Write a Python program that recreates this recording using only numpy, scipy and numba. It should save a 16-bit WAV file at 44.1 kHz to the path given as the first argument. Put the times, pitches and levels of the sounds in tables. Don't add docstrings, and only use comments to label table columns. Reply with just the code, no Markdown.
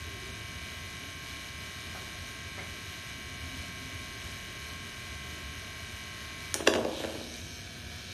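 import sys
import numpy as np
from scipy import signal
from scipy.fft import rfft, irfft
from scipy.io import wavfile
from scipy.ndimage import uniform_filter1d, minimum_filter1d
from numba import njit

SR = 44100
rng = np.random.default_rng(int(sys.argv[2]) if len(sys.argv) > 2 else 0)


def persist_wave(psi):
    counts = np.round(np.clip(psi, -1, 1) * 32767).astype(np.int16)
    wavfile.write(sys.argv[1], SR, np.atleast_2d(counts).T)


def magnitude_from_level(level_db):
    exponent = np.asarray(level_db, float) / 20
    return 10 ** exponent


N = 358523
TIME = np.arange(N) / SR
FREQ = np.fft.rfftfreq(N, 1 / SR)
GEAR_HZ = 39.915

STRONG_ORDERS = [6, 9, 18, 24, 27, 33, 39, 40, 42, 45, 48, 51, 55, 57, 58, 59, 60, 63, 66, 69, 72, 75, 78,
                 79, 81, 87, 90, 91, 97, 102, 105, 120, 126, 129, 136, 141, 145, 148, 159, 162, 165]
# (frequency [Hz], width [Hz], level [dB])
BOARD_MODES = [(234.6, 30, -15), (322.4, 25, -9), (397, 60, -7), (531, 105, 0), (648, 128, 0.5),
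               (858, 135, -6), (1115, 174, -5.5)]


def level(x, db):
    return x * magnitude_from_level(db) / np.sqrt(np.mean(x ** 2))


def curves(table):
    s, *columns = np.transpose(table)
    return [np.interp(TIME, s, c) for c in columns]


def slope_db(points, hz):
    f, db = np.transpose(points)
    return np.interp(np.log(np.maximum(hz, 1)), np.log(f), db)


def colour(x, points):
    return irfft(rfft(x) * magnitude_from_level(slope_db(points, FREQ)), N)


def ring(x, modes):
    out = 0
    for k, (hz, width_hz, db) in enumerate(modes):
        gain = (-1) ** k * magnitude_from_level(db) * SR / (2 * np.pi * width_hz)
        out = out + gain * signal.lfilter(*signal.iirpeak(hz, hz / width_hz, SR), x)
    return out


def soften(x, hz):
    return signal.sosfilt(signal.butter(2, hz, fs=SR, output="sos"), x)


@njit
def sweep(x, hz, width_hz):
    y, b, l = np.empty(len(x)), 0., 0.
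    for i in range(len(x)):
        g, k = np.tan(np.pi * hz[i] / SR), width_hz[i] / hz[i]
        v = (b + g * (x[i] - l)) / (1 + g * (g + k))
        b, l, y[i] = 2 * v - b, l + 2 * g * v, k * v
    return y


def walk(rate_hz):
    k = max(int(SR / rate_hz / 64), 1)
    steps = np.repeat(rng.standard_normal(N // 64 // k + 2), k)
    steps = uniform_filter1d(steps, k)
    return 1.28 * np.interp(np.arange(N) / 64, np.arange(len(steps)), steps)


def strikes(times_s, dbs):
    x = np.zeros(N)
    np.add.at(x, (np.asarray(times_s) * SR).astype(int), magnitude_from_level(dbs))
    return x


def home():
    # (frequency [Hz], density [dB per Hz])
    rumble_spectrum = [(13, -65), (22, -33), (37, -16.5), (58, -5.5), (80, 3), (113, -5), (438, -18),
                       (487, -26.5), (731, -18.5), (800, -74), (1040, -61), (1760, -120)]
    # (start [s], end [s], frequency [Hz], width [Hz], level [dB])
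    drones = [
        (0, 0.495, 380, 17, -57.5),
        (0.948, 1.596, 280, 15, -60.5),
        (3.273, 4.198, 261.7, 3.4, -56),
        (6.673, 6.88, 229, 12, -44),
        (7.03, 7.495, 243, 8.7, -53),
    ]
    out = level(colour(rng.standard_normal(N), rumble_spectrum), -46.5) * magnitude_from_level(1.0 * walk(2.17))
    for start_s, end_s, hz, width_hz, db in drones:
        swell = np.clip(np.minimum(TIME - start_s, end_s - TIME) / 0.088, 0, 1)
        out = out + swell * level(ring(rng.standard_normal(N), [(hz, width_hz, 0)]), db)
    return out


def room(x):
    # (frequency [Hz], t60 [s], level [dB])
    decays = [(234, 0.98, -3), (670, 0.98, -4.5), (1300, 0.35, -6.5), (4100, 0.4, -5), (10100, 0.25, 1.5)]
    t = TIME[:SR]
    echo = 0
    for hz, t60_s, db in decays:
        band = signal.butter(2, [hz / 1.52, hz * 1.64], "band", fs=SR, output="sos")
        echo = echo + magnitude_from_level(db - 60 * t / t60_s) * signal.sosfilt(band, rng.standard_normal(SR))
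    return signal.fftconvolve(x, echo * np.clip(t / 0.0016, 0, 1))[:N]


def paws():
    # (time [s], level [dB], decay [s], claw frequency [Hz])
    steps = [
        (1.948, -48, .03, 1500),
        (2.008, -55, 0.02, 900),
        (2.58, -45.5, 0.037, 2100),
        (2.64, -60, 0.022, 1500),
    ]
    noise = rng.standard_normal(N) * magnitude_from_level(2.1 * np.tanh(walk(150)))
    pad = level(ring(soften(noise, 500), BOARD_MODES), 0.5)
    pad = pad + level(ring(noise, [(180, 200, -4.5), (900, 520, 4)]), 1.5)
    out = 0
    for s, db, decay_s, claw_hz in steps:
        fade = np.exp(-np.maximum(TIME - s, 0) / decay_s) * (TIME > s)
        claw = level(ring(noise, [(claw_hz, 250, 0)]), 3.4)
        out = out + magnitude_from_level(db) * fade * (pad + claw)
    return out


def cracks(times_s, board_db, hard_db):
    top_hz = np.clip(4430 * 2 ** (hard_db / 26.5), 2000, 16000)
    out = np.zeros(N)
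    for start, db, hz in zip((times_s * SR).astype(int), board_db + hard_db, top_hz):
        burst = rng.standard_normal(200) * np.exp(-np.arange(200) / (0.00049 * SR))
        band = signal.butter(2, [max(1100, 0.3 * hz), hz], "band", fs=SR, output="sos")
        burst = signal.sosfilt(band, burst)
        out[start:start + 200] += magnitude_from_level(db) * burst / np.abs(burst).max()
    return out


def skid(shell_modes):
    # (time [s], level [dB], t60 [s])
    slides = [
        (6.548, -24, 0.12),
        (6.6, -16, 0.098),
        (6.661, -14, 0.13),
        (6.73, -28, 0.96),
        (7.0, -31.5, 1.1),
    ]
    hail = (rng.random(N) < 200 / SR) * np.tanh(rng.standard_normal(N)) * magnitude_from_level(0.84 * rng.exponential(size=N))
    grit = (rng.random(N) < 1500 / SR) * rng.standard_normal(N)
    slow = np.clip((TIME - 6.92) / 0.25, 0, 1)
    blows = soften(hail, 820) * (1 - slow) + magnitude_from_level(5) * slow * soften(hail, 330)
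    sliding = 0
    for s, db, t60_s in slides:
        attack = np.clip((TIME - s) / 0.0063, 0, 1)
        sliding = sliding + magnitude_from_level(db - 60 * np.maximum(TIME - s, 0) / t60_s) * attack
    return (level(ring(blows, BOARD_MODES), -11.0) + level(ring(grit, shell_modes), -17)) * sliding


def clatter():
    # (time [s], strength [dB], hardness: crack over thud [dB])
    knocks = [(6.5421, -37, 27), (6.5443, -46, 18), (6.549, -35, -3), (6.555, -38, -4), (6.594, -34, -7),
              (6.603, -29, -8), (6.671, -27, 4), (6.6728, -12.5, -3), (6.6746, -13, 4), (6.6757, -22, 9),
              (6.6772, -18, -3), (6.684, -24, -4), (6.693, -32, -2.5), (6.7382, -30, 12), (6.7516, -22, -1),
              (6.7555, -20, -3), (6.760, -19.5, -3), (6.774, -28, -9), (6.786, -22, -24), (6.812, -34, -11),
              (6.849, -19, -6), (6.880, -28, -17), (6.927, -34, -15), (6.999, -26, -9), (7.038, -28, -4),
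              (7.047, -24, -5), (7.095, -35, -12), (7.15, -30.5, -18), (7.21, -38, -12)]
    # (frequency [Hz], width [Hz], level [dB])
    shell_modes = [(1510, 470, 4), (2280, 390, -5), (2840, 350, 1), (4100, 440, -7), (5530, 2200, 0)]
    s, board_db, hard_db = np.transpose(knocks)
    shell_db = board_db - 1.9 + np.minimum(hard_db, 12)
    shell = ring(soften(strikes(s, shell_db), 3300), shell_modes)
    rebound_s = s + 0.003 * (1 + rng.standard_normal(len(s)) ** 2)
    blows = strikes(s, board_db) - strikes(rebound_s, board_db - 5)
    boards = ring(soften(blows, 1020), BOARD_MODES)
    return shell + cracks(s, board_db, hard_db) + boards + skid(shell_modes)


def comb(turns, motor_db, scatter_db):
    # (frequency [Hz], mean level [dB])
    weak_spectrum = [(700, -83), (1100, -85.5), (1600, -82), (2000, -85), (2500, -73.5), (4200, -78),
                     (5000, -86.5), (6500, -77), (7100, -96), (9500, -87), (12000, -97), (14000, -100)]
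    k = np.arange(1, 351)
    size, phase = rng.standard_normal((2, 350))
    db = slope_db(weak_spectrum, k * GEAR_HZ) + motor_db * (k % 3 == 0) + scatter_db * np.minimum(size, 1)
    db[np.array(STRONG_ORDERS) - 1] = -150
    lines = np.zeros(8193, complex)
    lines[k] = magnitude_from_level(db) * np.exp(100j * phase) * 8192 * np.sqrt(2)
    one_turn = np.resize(irfft(lines), 16385)
    return np.interp(turns % 1 * 16384, np.arange(16385), one_turn)


def gear_lines(turns, turned, unrest):
    lying_lines = [-68, -71, -70, -68, -57, -65, -58, -57, -65, -65, -59, -56, -63, -54, -65, -63, -59, -64,
                   -64, -66, -61, -57, -85, -65, -69, -70, -66, -66, -62, -69, -66, -69, -67, -69, -71, -88,
                   -71, -68, -68, -71, -70]
    turned_lines = [-61, -64, -66, -70, -71, -70, -61, -85, -60, -68, -78, -72, -76, -58, -73, -75, -62,
                    -69, -68, -69, -66, -70, -61, -85, -64, -63, -66, -85, -69, -66, -67, -67, -81, -71,
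                    -88, -67, -77, -85, -72, -76, -76]
    out = 0
    for k, lying_db, turned_db in zip(STRONG_ORDERS, lying_lines, turned_lines):
        db = lying_db + (turned_db - lying_db) * turned + 0.96 * walk(7)
        db = db + 5 * unrest * np.minimum(walk(9), 0.4)
        out = out + magnitude_from_level(db) * np.sqrt(2) * np.sin(2 * np.pi * (k * turns + rng.random()))
    return out


def blade_hiss(turns):
    # (frequency [Hz], density [dB per Hz])
    hiss_spectrum = [(450, -28), (650, -5), (800, -17.5), (1050, -11), (1230, -12), (1650, -6),
                     (2050, -8.5), (2320, 3), (2700, -6), (3000, 0.5), (3500, -4.5), (4050, 3),
                     (4500, -8.5), (6050, -7.5), (6650, -7), (7100, -13), (14000, -17.5)]
    stroke = 0.6 + np.exp(-(3 * turns % 1) / 0.094)
    noise = rng.standard_normal(N) * stroke * magnitude_from_level(0.95 * walk(14))
    return level(colour(noise, hiss_spectrum), -48.5)


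def floor_dips():
    # (frequency [Hz], width [Hz], level [dB])
    dips = [(4000, 140, -9), (6260, 74, -5.5), (7660, 960, -3), (9140, 490, -5.5), (10280, 800, -3.5),
            (12100, 390, -9), (13700, 500, -1.5)]
    return magnitude_from_level(sum(db * np.exp(-(2 * (FREQ - hz) / width_hz) ** 2) for hz, width_hz, db in dips))


def facing(spectrum, quarters, unrest, swatted):
    # (lying [dB], side-on [dB], end-on [dB], shaken [dB])
    bands = [
        (5.5, 4.5, 4.5, -2),
        (0.2, 2.5, -2, -2.3),
        (1.5, -1.5, -2, 3),
        (3.5, 1, -0.5, 4),
    ]
    edges = [2000, 4400, 7000]
    end_on = np.sin(np.pi / 2 * quarters) ** 2
    band = np.searchsorted(edges, FREQ)
    out = 0
    for k, (lying_db, side_db, end_db, shaken_db) in enumerate(bands):
        spun_db = side_db + (end_db - side_db) * end_on + shaken_db * unrest
        out = out + magnitude_from_level(lying_db + (spun_db - lying_db) * swatted) * irfft(spectrum * (band == k), N)
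    return out


def head_lobe(x):
    # (time [s], frequency [Hz], level [dB])
    path = [(6.8, 3000, -44), (6.9, 3520, 4), (7.0, 3320, 5.5), (7.1, 4150, -23), (7.2, 4570, 0),
            (7.32, 6030, -1), (7.55, 5800, 2), (7.8, 5000, -13), (8.05, 5060, 2.5)]
    lobe_hz, lobe_db = curves(path)
    return magnitude_from_level(lobe_db) * sweep(x, lobe_hz, 0.29 * lobe_hz)


def shaver():
    # (time [s], turn [quarter turns], unrest [0-1])
    spin = [
        (6.53, 0, 0),
        (6.6, .3, .7),
        (6.8, 1.0, .99),
        (7.05, 1.9, .99),
        (7.35, 2.3, .65),
        (7.6, 2.7, .25),
        (7.87, 3.0, .15),
        (8.13, 3.8, .05),
    ]
    quarters, unrest = curves(spin)
    swatted = np.clip((TIME - 6.53) / 0.05, 0, 1)
    turned = swatted * np.clip(1 - 0.12 * unrest, 0, 1)
    turns = GEAR_HZ * TIME + 0.0038 * walk(1.5) + 0.00026 * walk(25)
    lines_gain = magnitude_from_level(-0.08 - 2 * unrest)
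    strong = gear_lines(turns, turned, unrest)
    weak_lying = comb(turns, motor_db=1.5, scatter_db=9.5)
    weak_turned = comb(turns, motor_db=7.0, scatter_db=12.0) * magnitude_from_level(-4.5)
    weak = (1 - turned) * weak_lying + turned * weak_turned
    spectrum = rfft(blade_hiss(turns) + weak * lines_gain) * floor_dips()
    body = facing(spectrum, quarters, unrest, swatted)
    return body + head_lobe(body) + strong * lines_gain


def scene():
    blows = clatter() + paws()
    return (shaver() + blows + magnitude_from_level(-33.0) * room(blows) + home())[None]


def roll_off(x):
    return signal.sosfilt(signal.butter(12, 14950, fs=SR, output="sos"), x)


def record(dry):
    x = signal.sosfilt(signal.butter(16, 14400, fs=SR, output="sos"), dry[0])
    hz, s, cells = signal.stft(x, SR, nperseg=2048)
    band = np.minimum(hz / 300, 44).astype(int)
    wander = rng.standard_normal((band.max() + 1, len(s)))
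    wander_db = 7.4 * uniform_filter1d(wander, size=3, axis=1)[band]
    power = np.abs(cells) ** 2
    around = minimum_filter1d(uniform_filter1d(power, size=80, axis=0), size=3, axis=1)
    under_db = np.interp(hz, [2500, 4540, 6760, 12500, 13500], [-20, -11.5, -4.5, -4.5, 3.0])[:, None]
    faint = uniform_filter1d(power, size=3, axis=0) < around * magnitude_from_level(under_db + wander_db) ** 2
    total = power.sum(axis=0)
    steady = total < magnitude_from_level(30) * np.median(total)
    cells[faint & steady | (hz > 13980)[:, None]] = 0
    mix = signal.istft(cells, SR, nperseg=2048)[1][None, :N]
    return roll_off(mix)


dry = scene()
out = record(dry)
persist_wave(out)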